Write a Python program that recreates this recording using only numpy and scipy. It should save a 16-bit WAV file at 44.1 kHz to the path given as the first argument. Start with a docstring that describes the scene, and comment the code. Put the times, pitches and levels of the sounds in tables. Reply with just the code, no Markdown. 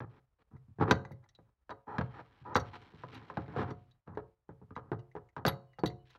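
"""Hard knocks, clinks, short scrapes and gritty rubbing, close by, over hollow tones and very faint outdoor air.
A steel pipe wrench tightens a threaded fitting low on an empty plastic water tank; a hand rumbles on the tank.
Knocks are struck modes and banded noise for fitting and wall; the loose hook jaw clinks as buzz-driven steel modes.
Strokes and rubbing are stick-slip impulses in bands; all contacts are convolved with handle and tank responses.
Thin gliding tones whistle faintly; quiet moments are ducked and the top is cut."""
import sys
import numpy as np
from scipy import signal
from scipy.io import wavfile
from scipy.ndimage import uniform_filter1d

SR = 44100
rng = np.random.default_rng(int(sys.argv[2]) if len(sys.argv) > 2 else 0)


def file_out(sig):
    """Save sig as 16-bit WAV at sys.argv[1]."""
    # one column per channel
    cols = np.atleast_2d(sig).T
    # limit, then scale
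    lim = np.clip(cols, -1, 1)
    pcm = np.round(lim * 32767).astype(np.int16)
    wavfile.write(sys.argv[1], SR, pcm)


N = 272538

TIME = np.arange(N) / SR
BAND_EDGES_HZ = 35 * 2 ** (np.arange(23) * .405)
BAND_HZ = np.sqrt(BAND_EDGES_HZ[1:] * BAND_EDGES_HZ[:-1])

# wrench landing on the fitting, relative levels:
# (time [s], first jaw [dB], thud of the wall [dB], grip pitch [Hz], second jaw [dB])
LANDINGS = [(0.004, -45.5, -45, 1640, -56), (0.531, -76, -50, 396, -80), (0.681, -82, -56, 290, -88),
            (0.786, -51, -43, 373, -58), (0.8106, -31.5, -29, 290, -35), (0.9104, -20.5, -29, 1542, -44),
            (1.051, -51, -54, 1600, -72), (1.109, -57, -48, 540, -70), (1.388, -63, -61, 492, -74),
            (1.694, -44, -60, 900, -41), (1.983, -33, -32, 1630, -50), (2.011, -36, -54, 928, -56),
            (2.192, -48, -65, 970, -60), (2.41, -85, -55, 360, -90), (2.5552, -24.5, -34, 1350, -31),
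            (2.937, -62, -52, 328, -68), (3.036, -45, -51, 1010, -58), (3.3, -43.5, -64, 1058, -62),
            (3.371, -35, -37.5, 816, -48), (3.481, -54, -48, 450, -65), (3.563, -39, -44, 476, -41),
            (3.592, -40, -41, 346, -48), (3.616, -38, -42, 900, -45), (3.71, -45.5, -47.5, 340, -58),
            (4.076, -53, -53, 890, -60), (4.173, -39, -52, 421, -50), (4.491, -52, -52, 322, -60),
            (4.615, -63, -55, 360, -69), (4.707, -58, -48, 1230, -68), (4.764, -42, -50, 1200, -48),
            (4.917, -36, -42.5, 338, -43), (5.152, -47, -55, 420, -45), (5.365, -41, -49, 982, -46),
            (5.4512, -24.5, -35, 870, -36), (5.786, -46, -55, 826, -56), (5.8356, -30, -35, 340, -56),
            (6.151, -60, -80, 1370, -72)]
# colour of sliding contact: (frequency [Hz], relative level per band [dB])
SLIDING_COLOUR = [(45, -29.5), (110, -1), (200, -3.5), (400, -3), (650, -8.5), (930, 3.5), (1250, 1),
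                  (1650, 2.5), (2200, 3.5), (3000, 3.5), (4200, 0.5), (6000, -15.5), (7300, -15.5),
                  (9500, -30.5), (15000, -28.5)]

THUD_BELOW_HZ, EDGE_ABOVE_HZ = 314, 1864
USUAL_GRIP_HZ = 600
SECOND_JAW_S = 0.013   # usual delay after the first jaw


def from_db(db):
    """Decibels to gain."""
    return 10 ** (np.asarray(db) / 20)


def rms_one(x):
    """Scale to unit power."""
    return x / np.sqrt(np.mean(x ** 2, axis=-1, keepdims=True) + 1e-20)


def at_hz(table, hz):
    """Interpolate a table's columns over log frequency."""
    table_hz, *columns = np.transpose(table)
    return [np.interp(np.log(hz), np.log(table_hz), column) for column in columns]


def band(x, index):
    """One band of the filter bank, applied twice for steep sides."""
    edges_hz = BAND_EDGES_HZ[index:index + 2] * [.95, 1.05]   # slight overlap
    sos = signal.butter(2, edges_hz, "band", fs=SR, output="sos")
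    return signal.sosfilt(np.vstack([sos, sos]), x)


def add(out, sounds, times_s):
    """Mix each sound in at its time."""
    for sound, s in zip(sounds, times_s):
        i = max(0, round(s * SR))
        out[i:i + len(sound)] += sound[:N - i]


def ring(t, hz, t60_s):
    """A struck mode: a sine falling 60 dB in t60."""
    return np.sin(2 * np.pi * hz * t) * from_db(-60 * t / t60_s)


def drift(points_per_s):
    """Slow chance: straight lines between unit-spread random points."""
    return np.interp(TIME * points_per_s, np.arange(2000), rng.standard_normal(2000))


def contact_gain(hz, thud_db, mid_db, edge_db):
    """A heavy push feeds the bass, a hard sharp touch the treble."""
    low = 1 / (1 + (hz / THUD_BELOW_HZ) ** 4)
    high = 1 / (1 + (EDGE_ABOVE_HZ / hz) ** 6)
    return from_db(low * thud_db + high * edge_db + (1 - low - high) * mid_db)


def grip_octaves(hz):
    """Octaves of a contact's pitch above the usual grip."""
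    return np.log2(hz / USUAL_GRIP_HZ)


def air():
    """Still outdoor air: very faint, even banded noise."""
    # (frequency [Hz], level per band [dB])
    air_spectrum = [(30, -82.5), (60, -83), (110, -88), (250, -99), (1000, -90.5), (3000, -100.5),
                    (6000, -104), (15000, -104)]
    white = rng.standard_normal((2, N))
    out = np.zeros(N)
    for k, hz in enumerate(BAND_HZ):
        out += from_db(at_hz(air_spectrum, hz)[0]) * rms_one(band(white[k % 2], k))
    return out


def whistles(waver_hz=45):
    """Thin, slightly unsteady tones that glide, swell and fade."""
    # (start [s], end [s], first pitch [Hz], last pitch [Hz], peak level [dB])
    glides = [(2.04, 2.17, 3200, 3140, -79), (5.66, 5.82, 3020, 2800, -81), (5.98, 6.04, 2930, 2980, -79)]
    out = np.zeros(N)
    for start, end, first_hz, last_hz, db in glides:
        hz = np.interp(TIME, [start, end], [first_hz, last_hz]) + waver_hz * drift(200)
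        swell = np.sin(np.pi * np.clip((TIME - start) / (end - start), 0, 1))
        out += from_db(db) * swell * np.sin(2 * np.pi * np.cumsum(hz) / SR)
    return out


def tank(x, hollow_db=-58, echo_db=-53):
    """The enclosed air answers the wall with long hollow tones and a dense echo."""
    # hollow tones: (frequency [Hz], relative level [dB], t60 [s])
    air_modes = [(65, -7, .7), (96.5, -8.5, 0.65), (114.46, -4.5, 0.38), (126.43, -6.5, .5),
                 (173, -9, 0.16), (265, -15, 0.3), (318, -15.5, 0.45), (353.4, -10.5, .45),
                 (443.6, -2.5, 0.41), (547.3, 1, 0.39), (675, -8.5, .52), (650, -5.5, 0.22),
                 (720, -2.5, 0.44), (790, -8.5, 0.18), (1030, -7, 0.26), (1050, -14, 0.56)]
    # dense echo: (frequency [Hz], relative level per band [dB], t60 [s])
    echo_bands = [(58.83, -23, 0.36), (120, -15, 0.38), (387, -6, 0.23), (1060, -8.5, 0.33),
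                  (1706, -7.5, 0.27), (2620, -11, 0.2), (6000, -6.5, 0.08), (15000, 1, 0.14)]
    t = TIME[:SR]
    answer = sum(from_db(hollow_db + db) * ring(t, hz, t60) for hz, db, t60 in air_modes)
    for k, hz in enumerate(BAND_HZ):
        db, t60 = at_hz(echo_bands, hz)
        noise = rms_one(band(rng.standard_normal(len(t)), k))
        answer = answer + from_db(echo_db + db - 60 * t / t60) * noise
    return signal.fftconvolve(x, answer)[:N]


def handle(x, level_db=-72, spread=.05, count=20):
    """Every contact leaks into the long handle, whose close mode clusters blur into a faint rough tail."""
    # cluster centres: (frequency [Hz], relative level [dB], t60 [s])
    handle_modes = [(2600, -5.5, 0.083), (2930, -2, .3), (3100, -4, 0.16), (4210, 1, .3), (4430, -3.5, 0.2),
                    (5430, -3, .28), (6450, -3.5, 0.17), (6680, -1.5, .32)]
    t, answer = TIME[:SR // 2], 0
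    for hz, db, t60 in handle_modes:
        cluster_hz = hz * (1 + spread * rng.standard_normal((count, 1)))
        signs = rng.choice([-1, 1], (count, 1))
        answer = answer + from_db(level_db + db) * np.sum(signs * ring(t, cluster_hz, t60), axis=0)
    return signal.fftconvolve(x, answer)[:N]


def slips(per_s, spread_db):
    """Stick and slip: a stream of tiny uneven releases."""
    sizes = from_db(spread_db * np.minimum(rng.exponential(1, N), 4)) * rng.choice([-1, 1], N)
    return sizes * (rng.random(N) < per_s / SR) + 1e-18


def rubbing(level_db=-5, fade_s=.05, catch_db=2.5, patchy_db=0.7, coarse_above_hz=2000,
            thud_db=-2, rub_db=-0.5, grit_db=2):
    """Fine grit crunches under the slowly turning rusty steel; coarser grains crackle in the treble."""
    # relative levels: (time [s], bass [dB], middle [dB], treble [dB])
    rub_levels = [(2.05, -53, -63, -81), (2.214, -70, -70, -81), (2.472, -69, -72, -81),
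                  (2.584, -57, -65, -79), (2.648, -57, -63, -74), (2.758, -63, -68, -74),
                  (2.992, -63, -67, -75), (3.16, -56, -62, -72), (3.552, -51, -59, -76),
                  (3.648, -52, -65, -83), (3.816, -70, -88, -91), (3.95, -71, -91, -97)]
    s, thud, mid, edge = np.transpose(rub_levels)
    fine, coarse = slips(per_s=5500, spread_db=4.5), slips(per_s=630, spread_db=1.5)
    out, catching_db = 0, catch_db * drift(45)   # common to all bands
    for k, hz in enumerate(BAND_HZ):
        gains = contact_gain(hz, thud + thud_db, mid + rub_db, edge + grit_db)
        pressure = np.exp(np.interp(TIME, s, np.log(gains)))
        colour_db = at_hz(SLIDING_COLOUR, hz)[0] + catching_db + patchy_db * drift(25)
        grains = coarse if hz > coarse_above_hz else fine
        out = out + pressure * from_db(level_db + colour_db) * rms_one(band(grains, k))
    fade = np.clip(1 + np.minimum(TIME - s[0], s[-1] - TIME) / fade_s, 0, 1)
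    return out * fade


def strokes(stroke_thud_db=-3, thud_db_per_octave=-5,
            skid_s=0.02, skid_db=-4.5, skid_thud_db=-6, skid_edge_db=-36):
    """Listed strokes plus a short skid per knock: (start s, end s, thud dB, level dB, hard edge dB, pitch Hz)."""
    # drags over the fitting, with a few low rumbles of a hand on the tank and a last airy rub, relative levels:
    # (start [s], end [s], level [dB], hard edge [dB], pitch [Hz])
    listed = [(0.02, 0.05, -52, -88, 300), (0.09, 0.203, -68, -82, 340), (0.385, 0.43, -72, -84, 475),
              (0.51, 0.575, -66, -110, 130), (0.8, 0.84, -35, -60, 250), (0.838, 0.885, -41, -75, 180),
              (0.88, 0.92, -35, -58, 376), (1.227, 1.268, -68, -95, 980), (1.465, 1.5, -78, -105, 110),
              (1.868, 1.984, -45, -77, 900), (2.135, 2.219, -51, -71, 990), (2.45, 2.548, -45, -87, 950),
              (2.733, 2.77, -50, -60, 950), (3.122, 3.186, -55, -62, 290), (3.531, 3.573, -49, -76, 646),
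              (3.564, 3.64, -42, -58, 400), (3.638, 3.722, -48, -71, 315), (4.066, 4.172, -59, -100, 90),
              (4.8, 4.912, -66, -105, 100), (5.376, 5.435, -55, -110, 330), (5.462, 5.5, -38, -52, 85),
              (6.05, 6.18, -76, -71, 1400)]
    rows = []
    for start, end, db, edge, hz in listed:
        thud = db + stroke_thud_db + thud_db_per_octave * grip_octaves(hz)
        rows.append((start, end, thud, db, edge, hz))
    for s, first_db, thud, hz, db in LANDINGS:
        start = s + SECOND_JAW_S
        skid_thud = thud + db - first_db + skid_thud_db
        rows.append((start, start + skid_s, skid_thud, db + skid_db, db + skid_edge_db, hz))
    return rows


def scrapes(swell_db=2.0, level_db=-7, tone_db=-6, tone_q=6, fade_s=0.0033, fade_share=.3):
    """Drags, skids, hand rumbles and an airy rub: stick-slip judder that resonates at each stroke's own pitch."""
    out, judder = np.zeros(N), slips(per_s=1700, spread_db=2.5)
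    bands = [band(judder, k) for k in range(len(BAND_HZ))]
    colour = from_db(level_db + at_hz(SLIDING_COLOUR, BAND_HZ)[0])
    for start, end, thud, mid, edge, hz in strokes():
        on = slice(max(0, int((start - fade_s) * SR)), int((end + fade_s) * SR))
        tone = signal.lfilter(*signal.iirpeak(hz, tone_q / 2, fs=SR), judder[on])
        tone = signal.lfilter(*signal.iirpeak(hz, tone_q, fs=SR), tone)
        sound = from_db(mid + tone_db) * rms_one(tone)
        gains = contact_gain(BAND_HZ, thud, mid, edge) * colour
        sound = sound + sum(g * rms_one(b[on]) for g, b in zip(gains, bands))
        sound = sound * from_db(swell_db * np.linspace(-1, 1, len(sound)))   # each stroke grows as it goes
        out[on] += sound * signal.windows.tukey(len(sound), fade_share)
    return out


def chatter(modes, db, pitch_hz, buzz, buzz_s, favour_db=9, favour_octaves=0.14, split=0.013):
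    """A buzzing touch rings a set of modes; the point of contact favours those near one pitch."""
    t, sound = TIME[:SR // 5], 0
    touch = buzz * rng.standard_normal(len(t)) * np.exp(-t / buzz_s)
    touch[0] = 1
    for hz, mode_db, t60 in modes:
        near = np.exp(-(np.log2(hz / pitch_hz) / favour_octaves) ** 2)
        # jaw and frame couple: two shorter-lived neighbours per mode, shifted anew at each touch
        neighbours_hz = hz * (1 + split * rng.standard_normal((2, 1)))
        mode = ring(t, hz, t60) + ring(t, neighbours_hz, t60 / 2).sum(axis=0)
        gain = from_db(mode_db + favour_db * near + rng.normal(0, 3))
        sound = sound + gain * rms_one(signal.fftconvolve(touch, mode)[:len(t)])
    return from_db(db) * rms_one(sound)


def clinks(ring_db=-8, shimmer_db=-9, shimmer_hz=11450, dull_above_hz=6900, favour_db=18,
           drop_back_s=0.04, drop_back_db=-20, seat_hz=2000, jolt_db=-33):
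    """The loose hook jaw rattles on its frame and rings, then drops back; each knock also jolts it on its seat."""
    # relative levels: (time [s], ring [dB], main pitch [Hz], shimmer [dB])
    throws = [(0.564, -78, 2000, -105), (0.9098, -35, 2270, -62), (1.05, -61, 1946, -105),
              (1.117, -67, 1860, -81), (1.24, -76, 2000, -105), (1.289, -71, 5380, -102),
              (1.35, -68, 3890, -103), (1.703, -64, 4100, -105), (2.547, -51, 2600, -91),
              (2.562, -41, 5060, -61), (2.598, -55, 5370, -82), (3.146, -61.5, 2810, -81),
              (3.705, -64, 2290, -95), (3.911, -75.5, 4136, -105), (4.15, -73, 1970, -105),
              (4.755, -65, 1990, -105), (4.991, -74, 2700, -104), (5.114, -73, 1980, -105),
              (5.288, -75, 2010, -105), (5.4632, -39, 4560, -57), (5.48, -40, 3840, -45),
              (5.732, -72.5, 1980, -105), (5.79, -64, 4560, -87), (5.859, -44, 4250, -64),
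              (5.875, -55, 3640, -70), (6.103, -69, 2190, -92)]
    # wrench steel: (frequency [Hz], relative level [dB], t60 [s])
    steel_modes = [(2000, 6.5, 0.032), (2834, -9, .08), (3550, -1, 0.025), (3875, 5.5, 0.039),
                   (4470, -1, 0.1), (4720, -7, 0.036), (5660, -0.5, 0.034), (6160, -3.5, 0.032),
                   (6300, -8.5, 0.088), (7100, -15, 0.03), (7900, -22.5, 0.034)]
    # its highest modes: (frequency [Hz], relative level [dB], t60 [s])
    shimmer_modes = [(10670, -2.5, 0.036), (11370, 5.5, .055), (12470, -10, .045), (14400, -13, .08),
                     (15470, 3, .05)]
    body, top = np.zeros((2, N))
    touches = [(s, db + jolt_db, seat_hz) for s, db, *_ in LANDINGS]
    for s, db, hz, top_db in throws:
        touches += [(s, db, hz), (s + drop_back_s, db + drop_back_db, seat_hz)]
        shimmer = chatter(shimmer_modes, top_db + shimmer_db, shimmer_hz, buzz=.4, buzz_s=.004, favour_db=3)
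        add(top, [shimmer], [s])
    for s, db, hz in touches:
        clink = chatter(steel_modes, db + ring_db, hz, buzz=0.53, buzz_s=0.0071, favour_db=favour_db)
        add(body, [clink], [s])
    return signal.sosfilt(signal.butter(4, dull_above_hz, fs=SR, output="sos"), body) + top


def jaw_touches(second_thud_db=-1, delay_scatter=0.15, usual_db=-40,
                edge_db=-25, edge_db_per_octave=5, edge_db_per_db=0.4):
    """Both jaws of every knock, harder when higher or stronger: (s, knock dB, thud dB, hard edge dB, grip Hz)."""
    rows = []
    for s, first_db, thud, hz, second_db in LANDINGS:
        second_thud = thud + second_db - first_db + second_thud_db
        delay_s = SECOND_JAW_S * (1 + delay_scatter * rng.standard_normal())
        for start, db, thud_db in (s, first_db, thud), (s + delay_s, second_db, second_thud):
            hardness_db = edge_db + edge_db_per_octave * grip_octaves(hz) + edge_db_per_db * (db - usual_db)
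            rows.append((start, db, thud_db, db + hardness_db, hz))
    return rows


def knocks(crack_db=4, wall_db=-5, grip_db=3, grip_t60_s=0.038, thud_db=1, edge_db=5,
           build_cycles=.8, contact_s=0.00025, punch_db=12, punch_cycles=7):
    """Each knock rings the grip and the fitting briefly, then spreads through the wall, the bass last."""
    # fitting and the wall around it: (frequency [Hz], relative level [dB], t60 [s])
    fitting_modes = [(84, -8, 0.09), (130.35, -2.5, 0.28), (200.2, -2, 0.086), (282, -4, 0.033),
                     (378, -13, 0.059), (476, -6, 0.035), (710, -5, 0.018), (876, 5, 0.016),
                     (1176, -1, 0.013), (1606, -3, 0.025), (2780, 3.5, 0.004), (4080, -4, 0.0068),
                     (5750, -15, 0.01)]
    # flexing plastic wall: (frequency [Hz], relative level per band [dB], t60 [s])
    wall_bands = [(44.7, -26.5, 0.082), (68.65, -12, 0.23), (110, 5, 0.18), (200.7, 3.5, 0.04),
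                  (326.3, -2, 0.13), (625, -0.5, 0.059), (960, 0.5, 0.07), (1663, 0.5, .05),
                  (2200, -3.5, 0.052), (3840, 0, 0.032), (5756, -9, 0.013), (8500, -28, 0.013),
                  (15000, -29.5, .03)]
    s, mid, thud, edge, grip_hz = np.transpose(jaw_touches())[:, :, None]   # one row per touch
    t = TIME[:SR // 4]

    def gain(hz):
        """Contact gain of every touch at one frequency."""
        return contact_gain(hz, thud + thud_db, mid, edge + edge_db)

    hits = from_db(mid + grip_db) * ring(t, grip_hz, grip_t60_s)
    # the first swings are much the widest
    hits = hits + from_db(mid + punch_db) * ring(t, grip_hz, punch_cycles / grip_hz)
    for k, (hz, db, t60) in enumerate(fitting_modes):
        mode_gain = from_db(crack_db + db + 2 * rng.standard_normal(s.shape))
        hits = hits + (-1) ** k * gain(hz) * mode_gain * ring(t, hz, t60)
    hits = hits * (1 - np.exp(-(t / contact_s) ** 2)) ** 2   # the plastic yields, rounding the first instant
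    white = rng.standard_normal((2, len(s), len(t)))
    for k, hz in enumerate(BAND_HZ):
        db, t60 = at_hz(wall_bands, hz)
        envelope = from_db(-60 * t / t60) * (1 - np.exp(-t * hz / build_cycles))
        flex = rms_one(band(white[k % 2], k) * envelope) * np.sqrt(np.mean(envelope ** 2))
        hits = hits + gain(hz) * from_db(wall_db + db) * flex
    out = np.zeros(N)
    add(out, hits, s[:, 0])
    return out


def scene(lowest_hz=58):
    """Every contact also sounds the handle and the tank, which radiates no deep bass."""
    work = rubbing() + scrapes() + clinks() + knocks()
    work = signal.sosfilt(signal.butter(4, lowest_hz, "high", fs=SR, output="sos"), work)
    return (air() + whistles() + tank(work) + handle(work) + work)[None]


def record(dry, threshold_db=-74, depth_db=-14, window_s=0.018, cutoff_hz=16000):
    """A noise suppressor ducks the quietest moments; the top is cut steeply."""
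    power = np.abs(uniform_filter1d(dry ** 2, int(window_s * SR)))
    shut = 1 / (1 + (power / from_db(threshold_db) ** 2) ** 2)   # 0 open, 1 fully ducked
    ducked = dry * from_db(depth_db * shut)
    return signal.sosfilt(signal.ellip(10, .1, 70, cutoff_hz, fs=SR, output="sos"), ducked)


dry = scene()
out = record(dry)
file_out(out)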